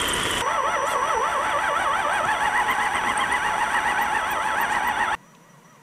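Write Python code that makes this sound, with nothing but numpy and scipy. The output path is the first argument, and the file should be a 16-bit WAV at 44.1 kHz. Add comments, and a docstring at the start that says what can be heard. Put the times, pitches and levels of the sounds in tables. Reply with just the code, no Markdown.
"""The gears of a radio-controlled crawler whine through its plastic shell, heard from on its body.
It races over gravel, then climbs a rock; last, after an abrupt cut, it crawls far off.
The drive shafts modulate the gear pitch, and the swing quickens as the speed rises. The speed
controller sings on a steady note, stones snap from under the tyres and dry joints squeak."""
import sys
import numpy as np
from scipy import signal
from scipy.fft import rfft, irfft, next_fast_len
from scipy.io import wavfile
from scipy.ndimage import uniform_filter1d, minimum_filter1d, map_coordinates

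SR = 44100
rng = np.random.default_rng(int(sys.argv[2]) if len(sys.argv) > 2 else 0)


def materialize(psi):
    """Save the field psi as 16-bit PCM at rate SR to the path in sys.argv[1].

    A 1-D psi becomes a single channel; in a 2-D psi each row is a channel.
    """
    bounded = np.clip(np.atleast_2d(psi).T, -1, 1)
    quanta = np.round(bounded * 32767).astype(np.int16)
    wavfile.write(sys.argv[1], SR, quanta)


N = 256657

CLIMB_AT_S, FAR_AT_S = 0.418, 5.151
CRUISE_HZ, CRAWL_HZ = 800, 550  # tooth-mesh rates: reference for the climb, mean of the far crawl
SWITCHING_HZ = 979.3
COMMUTATOR_PER_TOOTH = 0.15  # commutator pulses per tooth mesh

# Modes of the plastic shell. Each row: centre in Hz, width in Hz, gain in dB.
SHELL_MODES = [(453, 146, -3.5), (579, 142, -6.5), (853, 180, -1), (1109, 132, 4.5), (1312, 69, -0.5),
               (1607, 316, -3.5), (1937, 190, 1.5), (2425, 710, -8), (2855, 114, -3.5), (3288, 474, 0),
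               (4420, 90, -7)]
# Drags of a dry joint. Each row: centre in seconds, half length in seconds, top pitch in Hz, level in dB.
JOINT_DRAGS = [(0.906, 0.036, 2130, -39.5), (4.728, 0.024, 1462, -44.5)]


def amp(db):
    """Amplitude ratio of a level in decibels."""
    return 10 ** (np.asarray(db) / 20)


def unit(x):
    """Normalisation to rms 1."""
    return x / np.sqrt(np.mean(x ** 2) + 1e-20)


def clock():
    """Time of every sample in seconds."""
    return np.arange(N) / SR


def curves(rows):
    """Linear interpolation in time: one curve for each column after the first."""
    times, *columns = np.transpose(rows)
    return [np.interp(clock(), times, column) for column in columns]


def colour(points, hz):
    """Spectral envelope through (Hz, dB) points on a logarithmic frequency axis."""
    point_hz, db = np.transpose(points)
    return amp(np.interp(np.log(hz + 1), np.log(point_hz + 1), db))


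def resonances(modes, hz):
    """Summed Lorentzian peaks, each given by centre in Hz, width in Hz and gain in dB."""
    return sum(amp(db) / (1 + (2 * (hz - centre) / width) ** 2) for centre, width, db in modes)


def filtered(x, response):
    """Linear filtering: the spectrum of x times a frequency response."""
    size = next_fast_len(N + SR // 4)
    return irfft(rfft(x, size) * response(np.fft.rfftfreq(size, 1 / SR)), size)[:N]


def wobble(rate):
    """Smooth random modulation with `rate` knots a second."""
    return map_coordinates(rng.standard_normal(int(N * rate / SR) + 4), [clock() * rate])


def noise(response, force=1):
    """Source and filter: white noise, modulated by a force, then coloured and scaled to rms 1."""
    return unit(filtered(force * rng.standard_normal(N), response))


def turning(hz):
    """Phase in radians as the integral of frequency."""
    return 2 * np.pi * np.cumsum(hz) / SR


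def swells(rows):
    """Summed Gaussian envelopes, each given by centre and half length in seconds and level in dB."""
    return sum(amp(db) * np.exp(-((clock() - s) / half) ** 2) for s, half, db in rows)


def chirp(centre_s, length_s, pitch_hz, rise, sag, tremble_hz):
    """Frequency modulation of one short slip; rise and mid-way sag are shares of the pitch."""
    position = np.clip(2 * (clock() - centre_s) / length_s, -1, 1)
    hz = pitch_hz * (1 + rise * position / 2 + sag * position ** 2) + tremble_hz * wobble(1500)
    return np.cos(np.pi * position / 2) * np.sin(turning(hz))


def gravel():
    """Random impacts: grit under the tyres merges into noise, and single stones add a bright crunch."""
    # Spectrum of the grit. Each row: frequency in Hz, relative density in dB.
    grit_spectrum = [(12, -29), (20, 2), (70, 2), (140, -3), (416, 2), (834, -7), (958, 0.5), (1540, -6.5),
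                     (1870, -0.5), (2400, -7.5), (3000, -0.5), (4070, -19.5), (8880, -12.5), (12400, -24),
                     (15500, -39)]
    grit = noise(lambda hz: colour(grit_spectrum, hz), amp(2.7 * wobble(700)))
    impacts_per_s, decay_s = 220, 0.00082
    impacts = (rng.random(N) < impacts_per_s / SR) * rng.exponential(size=N)
    bursts = signal.lfilter([1], [1, -np.exp(-1 / (decay_s * SR))], impacts)
    crunch = noise(lambda hz: resonances([(8840, 3400, 0)], hz), bursts)
    return amp(-26.5) * grit + amp(-47) * crunch


def racing_gears():
    """Shell resonance at full speed: the gears blur into a rasp around the second mesh harmonic."""
    # Modes of the shell at full speed. Each row: centre in Hz, width in Hz, gain in dB.
    racing_modes = [(1180, 190, 1.5), (1424, 170, 2), (1890, 250, 2.5), (3060, 130, -1), (3310, 380, -1)]
    # Speed over the gravel. Each row: time in seconds, tooth-mesh rate in Hz.
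    race_speed = [(0, 1628), (.17, 1468), (.24, 1690), (.345, 1463), (.42, 1570)]
    mesh_hz, = curves(race_speed)
    rasp = noise(lambda hz: resonances(racing_modes, hz), amp(3.5 * wobble(300)))
    squeal = unit(amp(3 * wobble(50)) * np.sin(2 * turning(mesh_hz) + 0.3 * wobble(200)))
    return amp(-29) * rasp + amp(-34) * squeal


def controller(whistle_db):
    """Forced vibration: the windings sing at harmonics of the switching rate; the sixth whistles."""
    # Partials of the hum. Each row: multiple of the switching rate, relative level in dB.
    harmonics = [(1, -36), (2, -47.5), (3, -52), (5, -87), (8, -63)]
    phase = 2 * np.pi * SWITCHING_HZ * clock()
    hum = sum(amp(db + 0.86 * wobble(35)) * np.sin(k * phase) for k, db in harmonics)
    whistle = amp(whistle_db) * np.sin(6 * phase)
    return np.sqrt(2) * (hum + whistle)


def stone_snaps():
    """Sliding friction: stones snap from under a tyre in rough, falling scrapes."""
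    # Scrapes. Each row: centre in seconds, length in seconds, pitch in Hz, relative level in dB.
    snaps = [(.018, 0.0069, 8800, -17.5), (0.085, .012, 11800, -22), (0.092, 0.016, 8140, -21.5),
             (0.236, 0.0072, 8800, -20), (0.311, 0.013, 10800, -25.5), (0.314, .012, 7700, -25),
             (.382, 0.0062, 8570, -23), (2.254, 0.0036, 7800, -29.5), (4.759, 0.0021, 5287, -30)]
    return sum(amp(db) * chirp(s, length, hz, rise=-0.16, sag=0, tremble_hz=730)
               for s, length, hz, db in snaps)


def joint_squeaks():
    """Stick-slip friction: dry joints slip in short, trembling chirps."""
    # Slips. Each row: centre and length in seconds, pitch in Hz, rise as its share, relative level in dB.
    slips = [(.138, 0.014, 8650, 0.098, -15.5), (.873, .012, 7230, 0.098, -29.5),
             (1.091, .01, 10600, .14, -36), (2.138, .028, 8710, 0.15, -33),
             (2.435, 0.0091, 10200, 0.17, -33), (2.712, 0.025, 14010, 0, -33), (2.955, 0.021, 8350, 0, -29),
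             (3.178, .011, 8450, .11, -18.5), (3.203, .0073, 9250, 0.0056, -30),
             (3.327, .011, 9100, .07, -24), (4.026, .022, 13970, 0.0027, -30),
             (4.316, .02, 14250, 0.007, -28), (4.617, .02, 14140, 0, -26), (4.725, 0.019, 7150, 0.053, -37),
             (4.88, .022, 13590, 0, -32)]
    return sum(amp(db) * chirp(s, length, hz, rise, sag=0.055, tremble_hz=183)
               for s, length, hz, rise, db in slips)


def mesh_rate(mean_hz, start_s, start_turns):
    """Frequency modulation by the shaft's joints: the faster the motor, the faster the mesh rate swings."""
    teeth_per_swing, depth, skew = 113.45, 0.157, 0.11
    angle = turning(mean_hz * (clock() >= start_s)) / teeth_per_swing + 2 * np.pi * start_turns
    return mean_hz * (1 + depth * (np.cos(angle) + skew * np.sin(2 * angle)))


def gear_whine(phase, speed_db, rough_db, patchy_db, jitter_rad, runout_rad):
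    """Forced resonance: mesh harmonics of uneven teeth sweep through the modes of the shell."""
    # Mesh tones. Each row: multiple of the mesh rate, relative level in dB, dB gained per dB of speed.
    harmonics = [(1, -25, -0.28), (2, -27, -0.21), (3, -36.5, -0.16), (4, -44, -0.5), (5, -40.5, 1.5),
                 (6, -44.5, 1.2)]
    # Transmission from gearbox mount to shell. Each row: frequency in Hz, gain in dB.
    mount = [(575, -2.5), (640, -5.5), (700, -3.5), (760, -8), (830, -0.5), (1080, -0.5), (1350, 0.5),
             (1450, 0), (1650, 0), (1950, 0.5), (3400, 2), (3900, -1.5), (6000, -11)]
    # the pinion runs off centre, and the motor's three poles pull in jerks
    poles = COMMUTATOR_PER_TOOTH * phase
    sway = runout_rad * (np.sin(poles / 3 + wobble(25)) + np.sin(poles + wobble(25)))
    tones = np.zeros(N)
    for k, db, slope in harmonics:
        uneven = unit(amp(rough_db * wobble(260) + patchy_db * wobble(45)))
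        tones += amp(db + slope * speed_db) * uneven * np.sin(k * phase + sway + jitter_rad * wobble(200))
    return np.sqrt(2) * filtered(tones, lambda hz: resonances(SHELL_MODES, hz) * colour(mount, hz))


def tooth_rattle(phase):
    """Backlash: the teeth knock once a mesh with uneven force and excite the shell."""
    # Spectrum of the tooth force. Each row: frequency in Hz, relative density in dB.
    force_spectrum = [(250, 9), (500, -6.5), (700, 4), (870, 2.5), (1100, -0.5), (1400, 3), (1900, -1),
                      (2400, -2), (3200, -12), (4500, -13), (7000, -16)]
    knocks = (1 + 0.5 * np.cos(phase)) * amp(2.3 * wobble(450))
    return noise(lambda hz: colour(force_spectrum, hz) * resonances(SHELL_MODES, hz), knocks)


def shaft_tones(phase, speed_db):
    """Rotational orders: slower shafts and gears hum below the mesh rate, growing steeply with speed."""
    # Shaft orders. 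Each row: share of the mesh rate, level in dB at cruising speed.
    orders = [(.06, -58.5), (.24, -50.5), (.43, -56)]
    return sum(amp(db + 5.5 * speed_db + 0.81 * wobble(60)) * np.sin(share * phase + 1.1 * wobble(60))
               for share, db in orders)


def chassis_rumble(speed_db):
    """Structure-borne noise: a low rumble swells where the chassis bumps on the rock."""
    # Spectrum of the rumble. Each row: frequency in Hz, relative density in dB.
    spectrum = [(12, -47), (20, -58), (49, 11.5), (145, 4), (228, 4.5), (373, 10.5), (443, -2), (480, 5),
                (620, -26), (1060, -120)]
    # Bumps. Each row: centre in seconds, level in dB over the rumble.
    bumps = [(1.18, 5), (1.8, 1), (2.27, 7.5), (3.05, 5.5), (3.27, 3.5)]
    jolts = np.hypot(1, swells([(s, 0.035, db) for s, db in bumps]))
    return amp(-44.5 + 0.22 * speed_db + wobble(14)) * jolts * noise(lambda hz: colour(spectrum, hz))


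def friction_hiss(brush_db):
    """Sliding friction: the hiss of the motor brushes and that of a dragging joint add in power."""
    # Spectrum of the hiss. Each row: frequency in Hz, relative density in dB.
    spectrum = [(2180, -77), (3700, -2), (4070, -15), (4460, -6.5), (5140, -10), (5560, -11), (5660, -5.5),
                (6080, -5), (6200, -5.5), (6660, -11), (8930, 3), (10400, -12), (12900, -13), (14700, -30),
                (15500, -38)]
    brushing = amp(brush_db + 0.71 * wobble(10))
    dragging = amp(-1) * swells([(s, half, db) for s, half, _, db in JOINT_DRAGS])
    return np.hypot(brushing, dragging) * noise(lambda hz: colour(spectrum, hz), amp(2.2 * wobble(600)))


def commutator_sidebands(phase):
    """Intermodulation: the commutator chops the switched current into sum and difference tones."""
    # Sidebands. Each row: switching multiple, commutator multiple, relative level in dB.
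    sidebands = [(1, -1, -31.5), (1, 1, -41.5), (2, -1, -71), (2, -2, -44.5)]
    switching = 2 * np.pi * SWITCHING_HZ * clock()
    poles = COMMUTATOR_PER_TOOTH * phase
    return sum(amp(db + 2.5 + 1.2 * wobble(25.22)) * np.sin(k * switching + j * poles + 0.35 * wobble(60))
               for k, j, db in sidebands)


def joint_drags():
    """Stick-slip oscillation: a dragging joint buzzes in harmonics whose pitch arches up and back down."""
    arch, odd_db = 0.23, -3.5
    squeals = np.zeros(N)
    for s, half, top_hz, db in JOINT_DRAGS:
        phase = turning(top_hz * np.exp(-arch * ((clock() - s) / half) ** 2))
        buzz = sum(amp(3.2 * wobble(90) + odd_db * (k % 2)) * np.sin(k * (phase + 0.24 * wobble(600)))
                   for k in range(2, 7))
        squeals += swells([(s, half, db)]) * buzz
    return filtered(squeals, lambda hz: resonances([(8550, 6700, 0)], hz))


def climb():
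    """Superposition of the drive's sounds on the rock, their levels following speed and load."""
    # Motor speed set by the throttle. Each row: time in seconds, mean tooth-mesh rate in Hz.
    throttle = [(0.418, 555.5), (0.68, 625.3), (1.101, 577), (1.164, 483), (1.222, 590), (1.612, 694.8),
                (1.854, 647.4), (2.224, 728.5), (2.507, 843), (2.727, 906.5), (2.84, 882), (3.226, 924.2),
                (3.545, 794.4), (3.975, 856.5), (4.355, 714.9), (4.81, 879.7), (5.06, 785.3),
                (5.151, 832.5)]
    # Load on the gears. Each row: time in seconds, gain of the whine in dB, gain of rattle and hiss in dB.
    load = [(.42, -1, 1.5), (.6, -1.5, -1), (.8, 0, -0.5), (1.05, -1.3, .8), (1.35, 0, 1.3), (1.65, 0.7, 0),
            (2.45, 1, 0.5), (2.9, -2, 0), (3.35, -1.5, -0.5), (3.8, 0, 1), (4.2, -0.6, -1), (4.75, -1, -1),
            (5.15, -0.2, -2.5)]
    # The controller's whistle. 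Each row: time in seconds, level in dB.
    whistle = [(.43, -42), (.63, -47.5), (.8, -42), (.93, -46.5), (1.17, -42), (1.33, -49.5), (2.95, -50.5),
               (3.05, -47), (3.22, -53), (3.45, -48), (4.05, -50), (5.14, -50.5)]
    throttle_hz, = curves(throttle)
    tone_db, load_db = curves(load)
    whistle_db, = curves(whistle)
    mesh_hz = mesh_rate(throttle_hz, CLIMB_AT_S, start_turns=0.429)
    phase = turning(mesh_hz * (1 + 0.00902 * wobble(150)))
    speed_db = 20 * np.log10(mesh_hz / CRUISE_HZ)
    surge_db = speed_db - uniform_filter1d(speed_db, size=SR // 6)  # speed over its local mean
    rattle = amp(-29 + load_db + 0.9 * speed_db + 0.31 * surge_db) * tooth_rattle(phase)
    shafts = shaft_tones(phase, speed_db)
    rumble = chassis_rumble(speed_db)
    hiss = friction_hiss(brush_db=-44.5 + load_db + 0.94 * speed_db + 0.5 * surge_db)
    whine = gear_whine(phase, speed_db, rough_db=3, patchy_db=2.5, jitter_rad=0.44, runout_rad=0.3)
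    whine *= amp(tone_db + 0.6 * surge_db)
    motor = amp(0.66 * surge_db) * commutator_sidebands(phase) + controller(whistle_db)
    return whine + rattle + shafts + rumble + hiss + motor + joint_drags()


def open_air():
    """Ambient noise: a broad wash of air with narrow bands for a distant drone and a faint ring."""
    # Spectrum of the air. Each row: frequency in Hz, relative density in dB.
    spectrum = [(12, -52), (20, -13), (98, -21), (153, 1.5), (352, -12.5), (565, -11), (834, -16),
                (958, -12), (1670, -17.5), (1920, -16), (2270, -20.5), (4810, -30.5), (5850, -30),
                (6360, -25), (15500, -36)]
    air = noise(lambda hz: colour(spectrum, hz))
    drone = noise(lambda hz: resonances([(150, 77, 0)], hz) * (hz > 120))
    ring = noise(lambda hz: resonances([(919, 78, 0.027), (1940, 61, 1)], hz))
    return amp(-53) * air + amp(-60.5) * drone + amp(-63) * ring


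def tyre_ticks():
    """Impact noise: the far tyres knock on the rock in brief, bright bursts."""
    # Knocks. Each row: centre in seconds, level at the crest in dB.
    knocks = [(5.352, -49.5), (5.76, -59)]
    envelope = sum(amp(db) * np.exp(-np.abs(clock() - s) / 0.0032) for s, db in knocks)
    return envelope * noise(lambda hz: resonances([(2800, 500, 3), (3800, 500, -10), (6050, 1800, -8)], hz))


def far_crawl():
    """Attenuation with distance: whine and controller are faint in the open air, and the bass is thin."""
    mesh_hz = mesh_rate(CRAWL_HZ, FAR_AT_S, start_turns=0.317)
    phase = turning(mesh_hz * (1 + 0.00581 * wobble(130)))
    whine = gear_whine(phase, speed_db=0, rough_db=2, patchy_db=1.5, jitter_rad=0.25, runout_rad=0.2)
    speed_db = 20 * np.log10(mesh_hz / CRAWL_HZ)
    whistle_db = -67.5 + 1.9 * speed_db + 4.9 * wobble(50)  # level at the listener
    distance_db = -28.5
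    song = amp(distance_db) * controller(whistle_db - distance_db)
    far = amp(-33.5) * whine + song + open_air() + tyre_ticks()
    return filtered(far, lambda hz: colour([(35, 2), (60, -9), (105, -7), (135, 0)], hz))


def scene():
    """Run, climb and far crawl follow in hard cuts; a level difference sets the first two slightly right."""
    t = clock()
    climbing = climb()
    racing = gravel() + racing_gears() + amp(-2.5) * controller(whistle_db=-49)
    chirps = amp(-3) * (joint_squeaks() + stone_snaps())
    onboard = np.where(t < CLIMB_AT_S, racing, climbing) + chirps
    balance = amp([[-0.2], [0.2]])
    return np.where(t < FAR_AT_S, onboard * balance, far_crawl())


def record(dry):
    """Peak limiting holds down the loudest moments; a low-pass filter then limits the band."""
    ceiling, hold_s, top_hz = 0.26, 0.002, 15600
    hold = round(hold_s * SR)
    needed_gain = ceiling / np.maximum(np.abs(dry).max(axis=0), ceiling)
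    gain = uniform_filter1d(minimum_filter1d(needed_gain, size=2 * hold), size=hold)
    return np.array([filtered(gain * side, lambda hz: hz < top_hz) for side in dry])


dry = scene()
out = record(dry)
materialize(out)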